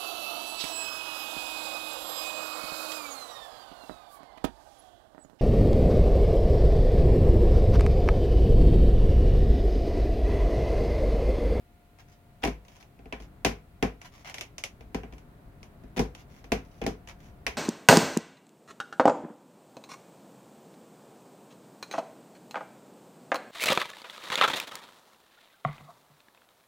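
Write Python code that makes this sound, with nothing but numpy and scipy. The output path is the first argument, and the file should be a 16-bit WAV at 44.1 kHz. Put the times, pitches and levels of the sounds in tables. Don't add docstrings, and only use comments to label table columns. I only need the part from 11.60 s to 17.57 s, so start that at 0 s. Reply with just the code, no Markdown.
import sys
import numpy as np
from scipy import signal
from scipy.fft import rfft, irfft, next_fast_len
from scipy.io import wavfile
from scipy.ndimage import map_coordinates

SR = 44100
rng = np.random.default_rng(int(sys.argv[2]) if len(sys.argv) > 2 else 0)


def generate_wav(sig):
    pcm = np.round(np.clip(np.atleast_2d(sig).T, -1, 1) * 32767).astype(np.int16)
    wavfile.write(sys.argv[1], SR, pcm)


N = 263277
AGE = np.arange(SR * 3 // 5) / SR

# (time [s], latch crack [dB], panel thud [dB], edge snap [dB])
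DOOR_KNOCKS = [(.833, -29, -39, -56), (.837, -19, -30.5, -36.5), (0.8497, -26, -29, -35.5),
               (0.8745, -29, -33, -42.5), (1.391, -55, -52, -71), (1.457, -50, -48, -68),
               (1.5254, -27, -42, -49), (1.602, -48.5, -49, -57.5), (1.8483, -15, -26, -25),
               (1.862, -22.5, -29.5, -38), (2.2259, -20.5, -23.5, -35), (3.208, -47, -51, -62.5),
               (3.346, -30, -31, -42.5), (3.4339, -39.5, -45, -61.5), (3.525, -47.5, -49, -62),
               (4.2363, -56.5, -48, -69), (4.369, -36, -32, -43), (4.377, -28, -31, -43),
               (4.3931, -26, -21.5, -33.5), (4.842, -45, -56, -57), (4.9194, -18.5, -26.5, -32),
               (5.216, -30, -35.5, -49), (5.239, -39, -35, -52), (5.2646, -28.5, -25, -35),
               (5.8661, -18.5, -44, -32)]
# (frequency [Hz], spectral density [dB])
WOOD_SPECTRUM = [(59, -25), (100, 0.5), (243, 10.5), (340, 0), (420, 6.5), (576, -14.5), (758, -10.5),
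                 (898, -21.5), (977, -13), (1180, -22.5), (2370, -13), (4100, -29.5), (6120, -28.5),
                 (7890, -42), (15500, -40)]


def door_knocks():
    track = np.zeros((2, N))
    lean_left = amp([[.8], [-.8]])
    for time, crack_db, thud_db, snap_db in DOOR_KNOCKS:
        boom_db = -32 + .54 * (thud_db + 34)
        clack_db = .52 * crack_db + .48 * thud_db - 4
        latch_hz = 2492 * np.exp(.037 * rng.standard_normal())
        boom = amp(boom_db) * leaf_boom(hz=53.95, rise=.011, t60=.34)
        ring = amp(-1) * panel_ring(thud_db, clack_db)
        thud = burst(WOOD_SPECTRUM, thud_db + 2, band_hz=(110, 420),
                     rise=.0044, t60=.14, room_db=-12, room_t60=.27)
        clack = burst(WOOD_SPECTRUM, clack_db + 1.5, band_hz=(520, 1565),
                      rise=.001, t60=.05, room_db=-3.5, room_t60=.22)
        crack = burst(WOOD_SPECTRUM, crack_db - 9.5, band_hz=(860, 3600),
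                      rise=.0001, t60=.032, room_db=-5, room_t60=.23)
        ping = burst(WOOD_SPECTRUM, crack_db - 8, band_hz=(1.05 * latch_hz, .94 * latch_hz),
                     rise=.000199, t60=.032, room_db=-4.5, room_t60=.075)
        snap = burst(WOOD_SPECTRUM, snap_db + 4, band_hz=(3740, 12700),
                     rise=.0002, t60=.032, room_db=-9, room_t60=.19)
        add(track, time, (boom + ring + thud + clack) * lean_left + crack + ping + snap)
        add(track, time, amp(clack_db + .5) * impact(hz=799, t60=.075))
        add(track, time, amp(crack_db) * impact(hz=latch_hz, t60=.019))
        add(track, time, amp(snap_db + 12) * impact(hz=7070, t60=.00088))
    return track


# (frequency [Hz], level [dB], tail t60 [s])
PANEL_MODES = [(98.6, -6.5, 0.34), (154, -9, 0.49), (182.5, -3, 0.24), (244.9, 1.5, 0.13), (264, -0.5, 0.2),
               (316, -7, 0.19), (357.4, -5.5, 0.23), (406.4, -3, 0.19), (442.8, -2.5, 0.27),
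               (488, -9.5, 0.36), (512, -21.5, 0.21), (679, 2, 0.047), (714, -13.5, 0.056),
               (785.5, -1, 0.16), (888, -27, 0.26), (996, -18.5, 0.09)]


def panel_ring(thud_db, clack_db, scatter_db=1.8, scatter_rad=.64, rise_cycles=1.3):
    hz, mode_db, tail_t60 = np.transpose(PANEL_MODES)[:, :, None]
    strength, shift, spread = rng.standard_normal((3, len(PANEL_MODES), 1))
    blow_db = np.interp(hz, [480, 650], [thud_db, clack_db])
    gain = amp(mode_db + blow_db + scatter_db * strength)
    swell = 1 - np.exp(-AGE * hz / rise_cycles)
    envelope = gain * swell * decay(t60=.1, tail_db=-8, tail_t60=tail_t60)
    lag = np.pi * np.sqrt(hz / 2)
    phase = 2 * np.pi * hz * AGE - lag + scatter_rad * shift
    apart = spread * stereo_angle(hz)
    return np.array([np.sum(envelope * np.sin(phase + side * apart), axis=0) for side in (1, -1)])


def leaf_boom(hz, rise, t60):
    swell = 1 - np.exp(-AGE / rise)
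    return np.sin(2 * np.pi * hz * AGE) * swell * amp(-60 * AGE / t60)


# (time [s], level [dB], pitch [Hz])
CLAW_TICKS = [(0.387, -47, 2040), (1.05, -49, 1970), (1.0828, -44.5, 3100), (1.1662, -47, 5230),
              (1.2271, -43, 2560), (2.4158, -35, 2100), (2.6718, -35.5, 2020), (2.6973, -31, 2050),
              (2.7424, -24.5, 2300), (2.783, -27, 2570), (2.81, -21.5, 2610), (2.9815, -25.5, 5900),
              (3.038, -17.5, 2580), (3.5357, -45, 2350), (3.5816, -44, 2480), (4.0299, -38, 2490),
              (4.5495, -35, 2930), (5.474, -35, 2680), (5.487, -34.5, 1610)]
# (frequency [Hz], spectral density [dB])
CLAW_SPECTRUM = [(400, -2.5), (750, 1.5), (1300, -5.5), (2200, -1.5), (2900, -6.5), (4200, -15.5),
                 (5800, -8.5), (6800, -12), (8000, -23), (11000, -19), (15500, -24.5)]


def claw_ticks():
    track = np.zeros((2, N))
    for time, click_db, hz in CLAW_TICKS:
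        tap_db = -42 + .58 * (click_db + 22.5)
        click = burst(CLAW_SPECTRUM, click_db - 9.5, band_hz=(2220, 12000),
                      rise=.0001, t60=.019, room_db=-8, room_t60=.15)
        ping = burst(CLAW_SPECTRUM, click_db - 3, band_hz=(.8 * hz, 1.4 * hz),
                     rise=.00057, t60=.012, room_db=-22.5, room_t60=.21)
        tap = burst(CLAW_SPECTRUM, tap_db, band_hz=(295, 1500),
                    rise=.0013, t60=.031, room_db=-4.5, room_t60=.21)
        add(track, time, click + ping + tap)
        add(track, time, amp(click_db - 5.5) * impact(hz=5800, t60=.0029))
    return track


# (time [s], length [s], rasp level [dB])
CLAW_STROKES = [(0.384, .026, -56.5), (0.476, 0.097, -67.5), (0.819, 0.017, -46), (1.064, 0.14, -64),
                (1.198, 0.02, -55), (1.592, 0.07, -61), (2.407, 0.07, -51.5), (2.517, 0.11, -58.5),
                (2.645, 0.071, -45), (2.752, 0.033, -53), (4.358, 0.029, -38.5), (4.559, 0.07, -59.5),
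                (4.684, 0.14, -64.5), (5.017, 0.24, -71.5), (5.481, 0.036, -49.5), (5.582, .13, -64.5)]


def claw_scrapes(slips_per_s=400, unevenness_db=5.5, room_db=2, room_t60=.12):
    track = np.zeros((2, N))
    n = len(AGE)
    for time, length, rasp_db in CLAW_STROKES:
        grit_db = -58 + .62 * (rasp_db + 49)
        pressure = np.sqrt(np.abs(np.sin(np.pi * AGE / length)) * (AGE < length))
        strength = amp(unevenness_db * rng.standard_normal(n)) * rng.choice([-1, 1], n)
        slips = pressure * strength * (rng.random(n) < slips_per_s / SR)
        tail = rng.standard_normal((2, n)) * amp(-60 * AGE / room_t60)
        reflections = signal.fftconvolve(slips[None], tail / np.linalg.norm(tail[0]), axes=1)[:, :n]
        at_mics = slips + amp(room_db) * reflections
        rasp = amp(rasp_db) * colour(at_mics, CLAW_SPECTRUM, 710, 4200)
        grit = amp(grit_db) * colour(at_mics, CLAW_SPECTRUM, 3640, 23000)
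        add(track, time, (rasp + grit) * np.sqrt(np.mean(pressure ** 2)))
    return track


# (frequency [Hz], spectral density [dB])
ROOM_SPECTRUM = [(12, -33), (20, 0), (65, -2.5), (128, -3), (423, -16.5), (458, -22.5), (686, -24),
                 (744, -27.5), (2500, -37), (3250, -78.5), (5500, -120)]
# (time [s], level [dB])
RUMBLE_LEVELS = [(0.0, -59.5), (0.91, -56.5), (1.31, -57), (1.71, -52.5), (2.26, -57), (3.57, -52),
                 (5.97, -52)]


def room_tone():
    rumble_db = curve(RUMBLE_LEVELS)
    rush_db = -64 + .89 * (rumble_db - rumble_db.mean())
    rumble = amp(rumble_db + .34 * wobble(7.7)) * noise(ROOM_SPECTRUM, 24, 480)
    rush = amp(rush_db) * noise(ROOM_SPECTRUM, 512, 1850)
    return rumble * amp([[1.1], [-1.1]]) + rush


# (frequency [Hz], relative level [dB])
HUM_PARTIALS = [(705, -6), (1410, -16.5)]
# (time [s], level [dB])
HUM_LEVELS = [(0, -65), (.8, -63.5), (1.4, -67.5), (5.97, -64.5)]


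def appliance_hum():
    wavering_time = (np.arange(N) + np.cumsum(.00274 * wobble(7.9))) / SR
    tones = sum(amp(db) * np.sin(2 * np.pi * hz * wavering_time) for hz, db in HUM_PARTIALS)
    return amp(curve(HUM_LEVELS)) * np.sqrt(2) * tones


# (frequency [Hz], spectral density [dB])
HISS_SPECTRUM = [(1060, -23), (1800, 3.5), (3110, -8), (4010, -9), (5560, -16), (10700, -13.5),
                 (15800, -12.5)]


def microphone_hiss():
    return amp(-69.5) * noise(HISS_SPECTRUM, 2100, 26000)


# (frequency [Hz], coherence [0-1])
MIC_COHERENCE = [(60, 0.94), (250, 0.97), (640, 0.38), (1400, 0), (3000, 0.016), (15000, 0)]


def stereo_angle(hz):
    return np.arccos(np.clip(along(MIC_COHERENCE, hz), -1, 1)) / 2


def burst(spectrum, db, band_hz, rise, t60, room_db, room_t60):
    envelope = (1 - np.exp(-AGE / rise)) * decay(t60, room_db, room_t60)
    sound = envelope * noise(spectrum, *band_hz, samples=len(AGE))
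    return amp(db) * unit(sound) * np.sqrt(np.mean(envelope ** 2))


def impact(hz, t60):
    t = AGE[:SR // 12]
    pitches = hz * np.exp(.37 * rng.uniform(-1.07, 1, (3, 1)))
    return np.mean(np.sin(2 * np.pi * pitches * t), axis=0) * amp(-60 * t / t60)


def decay(t60, tail_db, tail_t60):
    return np.hypot(amp(-60 * AGE / t60), amp(tail_db - 60 * AGE / tail_t60))


def noise(spectrum, lo_hz, hi_hz, samples=N):
    return colour(rng.standard_normal((2, samples)), spectrum, lo_hz, hi_hz)


def colour(pair, spectrum, lo_hz, hi_hz):
    n = pair.shape[-1]
    size = next_fast_len(n)
    hz = np.fft.rfftfreq(size, 1 / SR) + 1e-3
    gain = amp(along(spectrum, hz)) / np.sqrt((1 + (lo_hz / hz) ** 10) * (1 + (hz / hi_hz) ** 10))
    angle = stereo_angle(hz)
    mid, side = irfft(rfft(pair, size) * gain * [np.cos(angle), np.sin(angle)], size)[:, :n]
    return unit(np.array([mid + side, mid - side]))


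def amp(db):
    return 10 ** (np.asarray(db) / 20)


def unit(x):
    return x / np.sqrt(np.mean(x ** 2, axis=-1, keepdims=True) + 1e-20)


def along(points, hz):
    frequencies, values = np.transpose(points)
    return np.interp(np.log(hz + 1), np.log(frequencies + 1), values)


def curve(points):
    return np.interp(np.arange(N) / SR, *np.transpose(points))


def wobble(rate):
    knots = rng.standard_normal(int(N * rate / SR) + 4)
    return map_coordinates(knots, [np.arange(N) * rate / SR])


def add(track, time, sound):
    part = track[:, round(time * SR):][:, :sound.shape[-1]]
    part += sound[..., :part.shape[-1]]


def scene():
    cat_at_door = claw_scrapes() + door_knocks() + claw_ticks()
    return cat_at_door + room_tone() + microphone_hiss() + appliance_hum()


def record(dry):
    lead_s, top_hz = np.array([[1e-5], [-1e-5]]), 16150
    size = next_fast_len(N + SR // 2)
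    hz = np.fft.rfftfreq(size, 1 / SR)
    response = np.exp(2j * np.pi * hz * lead_s) * (hz < top_hz)
    return irfft(rfft(dry, size) * response, size)[:, :N]


dry = scene()
out = record(dry)
generate_wav(out)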